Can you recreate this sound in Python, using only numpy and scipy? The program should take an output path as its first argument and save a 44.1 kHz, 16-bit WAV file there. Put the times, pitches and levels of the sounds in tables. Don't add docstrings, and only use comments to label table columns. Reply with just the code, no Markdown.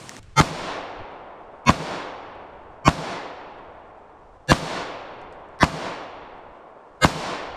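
import sys
import numpy as np
from scipy import signal
from scipy.fft import rfft, irfft
from scipy.io import wavfile
from scipy.ndimage import uniform_filter1d

SR = 44100
rng = np.random.default_rng(int(sys.argv[2]) if len(sys.argv) > 2 else 0)


def generate_wav(sig):
    pcm = np.round(np.clip(np.atleast_2d(sig).T, -1, 1) * 32767).astype(np.int16)
    wavfile.write(sys.argv[1], SR, pcm)


def gain_from_db(level_db):
    decades = np.asarray(level_db, float) / 20
    return 10 ** decades


N = 333396
T = np.arange(N) / SR


def rms_one(x):
    return x / np.sqrt(np.mean(x ** 2) + 1e-20)


def at_hz(points, hz):
    table_hz, values = np.transpose(points)
    return np.interp(np.log(hz), np.log(table_hz), values)


def coloured(spectrum, size):
    hz = np.maximum(np.fft.rfftfreq(size, 1 / SR), 10)
    white = rfft(rng.standard_normal(size))
    return rms_one(irfft(white * gain_from_db(at_hz(spectrum, hz)), size))


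def filtered(x, order, hz, kind):
    return signal.sosfilt(signal.butter(order, hz, kind, fs=SR, output="sos"), x)


def ring(clicks, hz, t60_s):
    radius = gain_from_db(-60 / (t60_s * SR))
    angle = 2 * np.pi * hz / SR
    return signal.lfilter([0, np.sin(angle)], [1, -2 * radius * np.cos(angle), radius ** 2], clicks)


def decay(age_s, t60_s):
    return gain_from_db(-60 * age_s / t60_s)


def add(out, sound, start_s):
    i = round(start_s * SR)
    out[i:i + len(sound)] += sound[:N - i]


# centre in seconds, level above the mean in dB, width in seconds.
GUSTS = [
    (.26, 10, 0.2),
    (.62, 6, .1),
    (1.01, 18, 0.047),
    (2.55, 3, 0.22),
    (6.5, 10.5, .05),
    (6.75, -8.5, 0.23),
    (7.2, 5, .06),
    (7.56, 11, 0.06),
]


def gusts_db():
    mean_db, lumps_db, lumps_hz = -57, 2.5, 8.9
    knots_s = np.arange(100) / lumps_hz
    lumps = np.interp(T, knots_s, rng.standard_normal(len(knots_s)))
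    puffs_db = np.sum([db * np.exp(-((T - s) / width_s) ** 2) for s, db, width_s in GUSTS], axis=0)
    return mean_db + lumps_db * lumps + puffs_db


# frequency in Hz, level in dB per Hz.
STILL_AIR = [(150, -18), (350, -0.5), (1200, -7), (2500, -11), (5000, -18), (8400, -23), (9500, -27.5),
             (15000, -55)]
# frequency in Hz, level in dB per Hz.
BENCH_HISS = [(25, -32), (130, -2), (432, -8.5), (1080, -10.5), (1300, -15), (9000, -23), (11500, -39),
              (15500, -47)]


def background():
    cut_s, duck_db, recover_s = 0.1932, -19.5, 2
    target = np.clip((T - cut_s) / 0.0051, 0, 1)
    rumble = [(12, -3), (28, -3.5), (55, -5.5), (90, -6.5), (200, -20), (400, -57.5), (900, -120)]
    wind = gain_from_db(gusts_db()) * coloured(rumble, N)
    ducked = np.max([np.exp(-np.abs(T - shot[0]) / recover_s) * (T > shot[0]) for shot in SHOTS], axis=0)
    stir_db = 0.9 * coloured([(10, 0.0), (14, -9), (30, -41.5), (60, -89.5)], N)
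    air = gain_from_db(-58 + stir_db + duck_db * ducked) * coloured(STILL_AIR, N)
    bench = gain_from_db(-42.5) * coloured(BENCH_HISS, N)
    return (1 - target) * bench + target * (wind + air)


# start in seconds, peak in dB, dull knock in Hz, knock level in dB,
# bright level in dB.
HANDLING = [
    (.0937, -17., 1900., -7., 0.),
    (.1178, -29., 1200., -2., -8.),
    (.1666, -25., 1800., -8., 0.),
]
# start in seconds, peak in dB, lowest frequency in Hz,
# share of rustle after it (0-1).
TICKS = [(.229, -52, 1500., 0.39), (.3575, -61, 900., .05), (1.12, -69, 7000., .1),
         (1.653, -49, 2000., .05), (2.352, -70, 7060, .1), (3.585, -71, 7000., 0.2), (4.4748, -42, 920, 0),
         (5.2147, -57, 4000., .3), (5.325, -58.5, 4500., 0.44), (5.487, -69, 5540, 0.4),
         (5.590, -43.5, 900., 0), (6.38, -70, 7000., 0.05), (7.004, -56.5, 2000., 0.15)]


def ticks():
    out, size = np.zeros(N), SR // 12
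    click, age_s = np.arange(size) == 0, T[:size]
    for s, db, knock_hz, knock_db, bright_db in HANDLING:
        knock = gain_from_db(db + knock_db) * ring(click, knock_hz, 0.0077)
        bright = gain_from_db(db + bright_db) * ring(click, 6300, 0.0019)
        add(out, knock - bright, s)
    for s, db, low_hz, rustle in TICKS:
        dry_leaf = coloured([(low_hz / 2, -30.), (low_hz, 0.), (8500, -6.), (10500, -20.), (13000, -55.)], size)
        add(out, gain_from_db(db) * dry_leaf * (decay(age_s, 0.011) + rustle * decay(age_s, .1)), s)
    return out


# time after the crack in seconds, level around 800 Hz in dB.
WASH = [(.03, -33.5), (.08, -36.5), (.16, -33), (.24, -31), (.32, -35), (.48, -39.5), (.8, -44), (1.2, -48),
        (1.7, -55)]
# slowness of the release as a ratio, level in dB, brightness in dB per octave.
RELEASE = [
    (1.32, -0.5, 0.5),
    (1.06, 0, -0.53),
    (1.034, -0.5, -0.4),
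    (1.097, 0.43, 0.5),
    (1.005, -0.5, -0.57),
    (1.13, 0.5, 0.74),
]
# frequency in Hz, level in dB per Hz.
NEAR_TREES = [(29, -48), (50, -28.5), (151, -6.5), (404, -7), (466, -3.5), (578, -4.5), (771, -4),
              (1590, -10.5), (4670, -18), (8510, -32), (15500, -65)]
# frequency in Hz, level in dB per Hz.
FAR_TREES = [(59, -51.5), (100, -16), (460, -0.5), (720, 1), (1100, -2.5), (1350, -10.5), (1900, -19.5),
             (3500, -34.5), (6000, -53.5), (9000, -79)]
# frequency in Hz, loss beyond the middle band
# in dB per second.
LEAF_LOSS = [(90, 22.5), (170, 59), (350, 29), (800, 26), (1500, 15.5), (3000, 21.5), (6000, 56.5),
             (10000, 97), (15000, 186)]
# frequency in Hz, share of power (0-1).
REPEATED = [(200, 1), (550, 0.71), (1200, 0.6), (2500, 0)]


def forest():
    out, size = np.zeros(N), round(1.7 * SR)
    age_s = T[:size]
    edges_hz = 45 * 2 ** np.arange(0, 8.6, 1 / 3)
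    same = rng.standard_normal((2, size))
    fresh = rng.standard_normal((2, len(SHOTS), size))
    late_s = age_s - .21
    loss_s = np.maximum(late_s, 0) + 0.67 * np.minimum(late_s, 0)
    bright_db = np.array(RELEASE)[:, 2:]
    tails = 0
    for k, (low_hz, high_hz) in enumerate(zip(edges_hz, edges_hz[1:])):
        hz = np.sqrt(low_hz * high_hz)
        share = np.clip(at_hz(REPEATED, hz), 0, 1)
        noise = np.sqrt(share) * same[k % 2] + np.sqrt(1 - share) * fresh[k % 2]
        near = gain_from_db(at_hz(NEAR_TREES, hz) - at_hz(LEAF_LOSS, hz) * loss_s)
        near = near * gain_from_db(bright_db * max(np.log2(hz / 1000), 0))
        far = gain_from_db(at_hz(FAR_TREES, hz) - 6.5)
        tails = tails + np.hypot(near, far) * filtered(noise, 3, [low_hz, high_hz], "band")
    middle = filtered(tails, 2, [500, 1400], "band")
    evened = tails / np.sqrt(uniform_filter1d(np.mean(middle ** 2, axis=0), size=SR // 6))
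    ends_s = [shot[0] for shot in SHOTS[1:]] + [T[-1]]
    for shot, end_s, tail, (slowness, db, _) in zip(SHOTS, ends_s, evened, RELEASE):
        wash_db = db + np.interp(age_s / slowness, *np.transpose(WASH))
        add(out, tail * gain_from_db(wash_db) * (shot[0] + age_s < end_s), shot[0])
    return out


# frequency in Hz, level in dB rms.
SURVIVOR = [(140, -17.5), (500, -21.5), (1100, -17.5), (2200, -21.5), (3300, -29), (5500, -31),
            (7500, -35.5), (15000, -68.5)]
# frequency in Hz, level in dB rms.
SMEAR_REST = [(45, -47.5), (140, -32), (1500, -46.5), (4000, -58), (7000, -56.5), (11000, -61.5),
              (15500, -99)]
LEAD_TONES = [(141, 891, 1266, 1359, 2109), (234, 984, 1078, 2203, 2484), (141, 1078, 1172, 2203, 2391),
              (141, 516, 1641, 1734, 2766), (1078, 1547, 1734, 1828, 2016), (516, 1266, 1547, 1641, 2109)]
UPPER_TONES = [(3141, 3516, 4266, 4828, 6609), (2672, 3609, 4359, 5766, 6516),
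               (3047, 4547, 5391, 5766, 7359), (3516, 4172, 4547, 5766, 7266),
               (3422, 3797, 4641, 5203, 5672), (2859, 3609, 4078, 4734, 7547)]
# first band from Hz, to Hz, second band from Hz, to Hz.
DROPPED = [(2300, 2750, 7500, 8400), (3700, 4200, 6750, 8500), (3200, 4200, 7500, 9400),
           (3050, 3400, 7450, 8200), (2550, 3350, 7000, 8200), (2300, 2600, 5250, 5600)]


def smear():
    out, step_hz = np.zeros(N), 93.75
    kept_share, kept_spread_db, lesser_db, dropped_db = .3, 2.5, -7, -15.5
    grid_hz = (np.arange(165) + .5) * step_hz
    for shot, low, upper, gaps, release in zip(SHOTS, LEAD_TONES, UPPER_TONES, DROPPED, RELEASE):
        s, _, _, lead_s, smear_db = shot
        age_s = T[:round(lead_s * SR)]
        luck, spread = rng.random(len(grid_hz)), rng.standard_normal(len(grid_hz))
        kept_db = at_hz(SURVIVOR, grid_hz) + kept_spread_db * spread + lesser_db - 4 * (grid_hz < 2600)
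        rest_db = at_hz(SMEAR_REST, grid_hz) + 1.4 + 6.0 * spread
        level_db = np.where((luck < kept_share) & (grid_hz > 400), kept_db, rest_db)
        level_db += dropped_db * (np.searchsorted(gaps, grid_hz) % 2)
        level_db += 3 * release[2] * np.log2(np.maximum(grid_hz / 3000, 1))
        leading = (np.array(low + upper) / step_hz).astype(int)
        level_db[leading] = at_hz(SURVIVOR, grid_hz[leading])
        cycles = grid_hz[:, None] * age_s + rng.random((len(grid_hz), 1))
        buzz = gain_from_db(level_db) @ np.sin(2 * np.pi * cycles)
        swell = np.sin(np.pi / 2 * np.minimum(age_s / 0.045, 1)) ** 2.96
        limiter_flutter = coloured([(40, -19.0), (150, -5.5), (400, -2.0), (1500, -41.5)], len(age_s))
        swell = swell * (1 + 0.25 * limiter_flutter)
        add(out, np.sqrt(2) * gain_from_db(smear_db) * swell * buzz, s - lead_s)
    return out


def struck(modes, size):
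    click = np.arange(size) == 0
    rung = -sum(gain_from_db(db) * ring(click, hz, t60_s) for hz, db, t60_s in modes)
    return filtered(rung, 2, [45, 4200], "band")


# crack time in seconds, crack level in dB, blast level in dB, smear lead in seconds,
# smear level in dB.
SHOTS = [
    (0.4019, -2.5, 2, 0.05, 0.5),
    (1.6940, 4, 1.5, 0.045, -1),
    (2.879, 6.5, 2.5, 0.043, -2.6),
    (4.5178, 7, 1.5, 0.046, 0),
    (5.6309, 6, 1, .042, -3),
    (7.047, 1.5, 1.5, 0.045, -0.5),
]
# frequency in Hz, level in dB, T60 in seconds.
CRACK = [(1009, 1.5, 0.0076), (680, -12.5, 0.016), (2190, -17.5, 0.0091)]
# frequency in Hz, level in dB, T60 in seconds.
BLAST = [(215, 1.5, .0095), (750, -16., .008), (165, -16., .13), (85, -26., .10)]
# delay in seconds, crack level in dB, blast level in dB, sign.
ECHOES = [(.0101, -8., -19., 1), (.0186, -14., -17., -1), (.0230, -26., -19., -1), (.0340, -28., -20., 1),
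          (.0480, -23., -22., -1), (.0650, -30., -26., 1), (.0870, -25., -26., -1), (.1030, -32., -24., 1),
          (.1090, -32., -24., 1), (.1150, -32., -25., 1), (.1500, -32., -28., -1), (.2150, -32., -29., 1)]
# frequency in Hz, level in dB per Hz.
SPLASH = [(250, -45), (700, 3), (1100, 12), (3500, -7), (8000, -14), (15000, -42.5)]
# frequency in Hz, level in dB per Hz.
SLAP = [(600, -23.5), (1800, 3), (4000, -2), (8000, -13.5), (12000, -25), (16000, -55.5)]


def shots():
    out, size, blast_delay_s = np.zeros(N), SR // 5, 0.002454
    crack, blast, age_s = struck(CRACK, size), struck(BLAST, size), T[:size]
    dull = signal.lfilter(*signal.butter(1, 3000, fs=SR), crack)
    front = 1 - np.exp(-age_s / .0004)
    for s, crack_db, blast_db, _, _ in SHOTS:
        add(out, gain_from_db(crack_db) * crack, s)
        add(out, gain_from_db(blast_db) * blast, s + blast_delay_s)
        for lag_s, echo_db, boom_db, sign in ECHOES:
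            add(out, sign * gain_from_db(echo_db + rng.normal(0, 1.1)) * dull, s + lag_s)
            add(out, sign * gain_from_db(boom_db) * blast, s + lag_s + blast_delay_s)
        add(out, gain_from_db(-16.5) * coloured(SPLASH, size) * front * decay(age_s, 0.069), s)
        slap = gain_from_db(-16.5) * coloured(SLAP, size) * front * decay(age_s, .025)
        add(out, slap, s + ECHOES[0][0] - .0006)
    return filtered(out, 2, 42, "high")


# frequency in Hz, level in dB.
UNALIKE = [(100, -47.5), (1500, -41), (4000, -32.5), (8000, -26), (12000, -7.5), (16000, -5)]


def scene():
    mid = background() + ticks() + forest() + smear() + shots()
    hz = np.maximum(np.fft.rfftfreq(N, 1 / SR), 10)
    quarter_turn = np.exp(1j * np.pi / 2)
    side = irfft(rfft(mid) * gain_from_db(at_hz(UNALIKE, hz)) * quarter_turn * (hz > 0), N)
    return np.array([mid + side, mid - side])


def low_pass(x):
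    return signal.sosfilt(signal.butter(12, 16480, fs=SR, output="sos"), x)


def record(dry):
    ceiling = .94
    held = ceiling * np.tanh((np.abs(dry) / ceiling) ** 3) ** (1 / 3) * np.sign(dry)
    held = filtered(held, 12, 15200, "low")
    return low_pass(held)


dry = scene()
out = record(dry)
generate_wav(out)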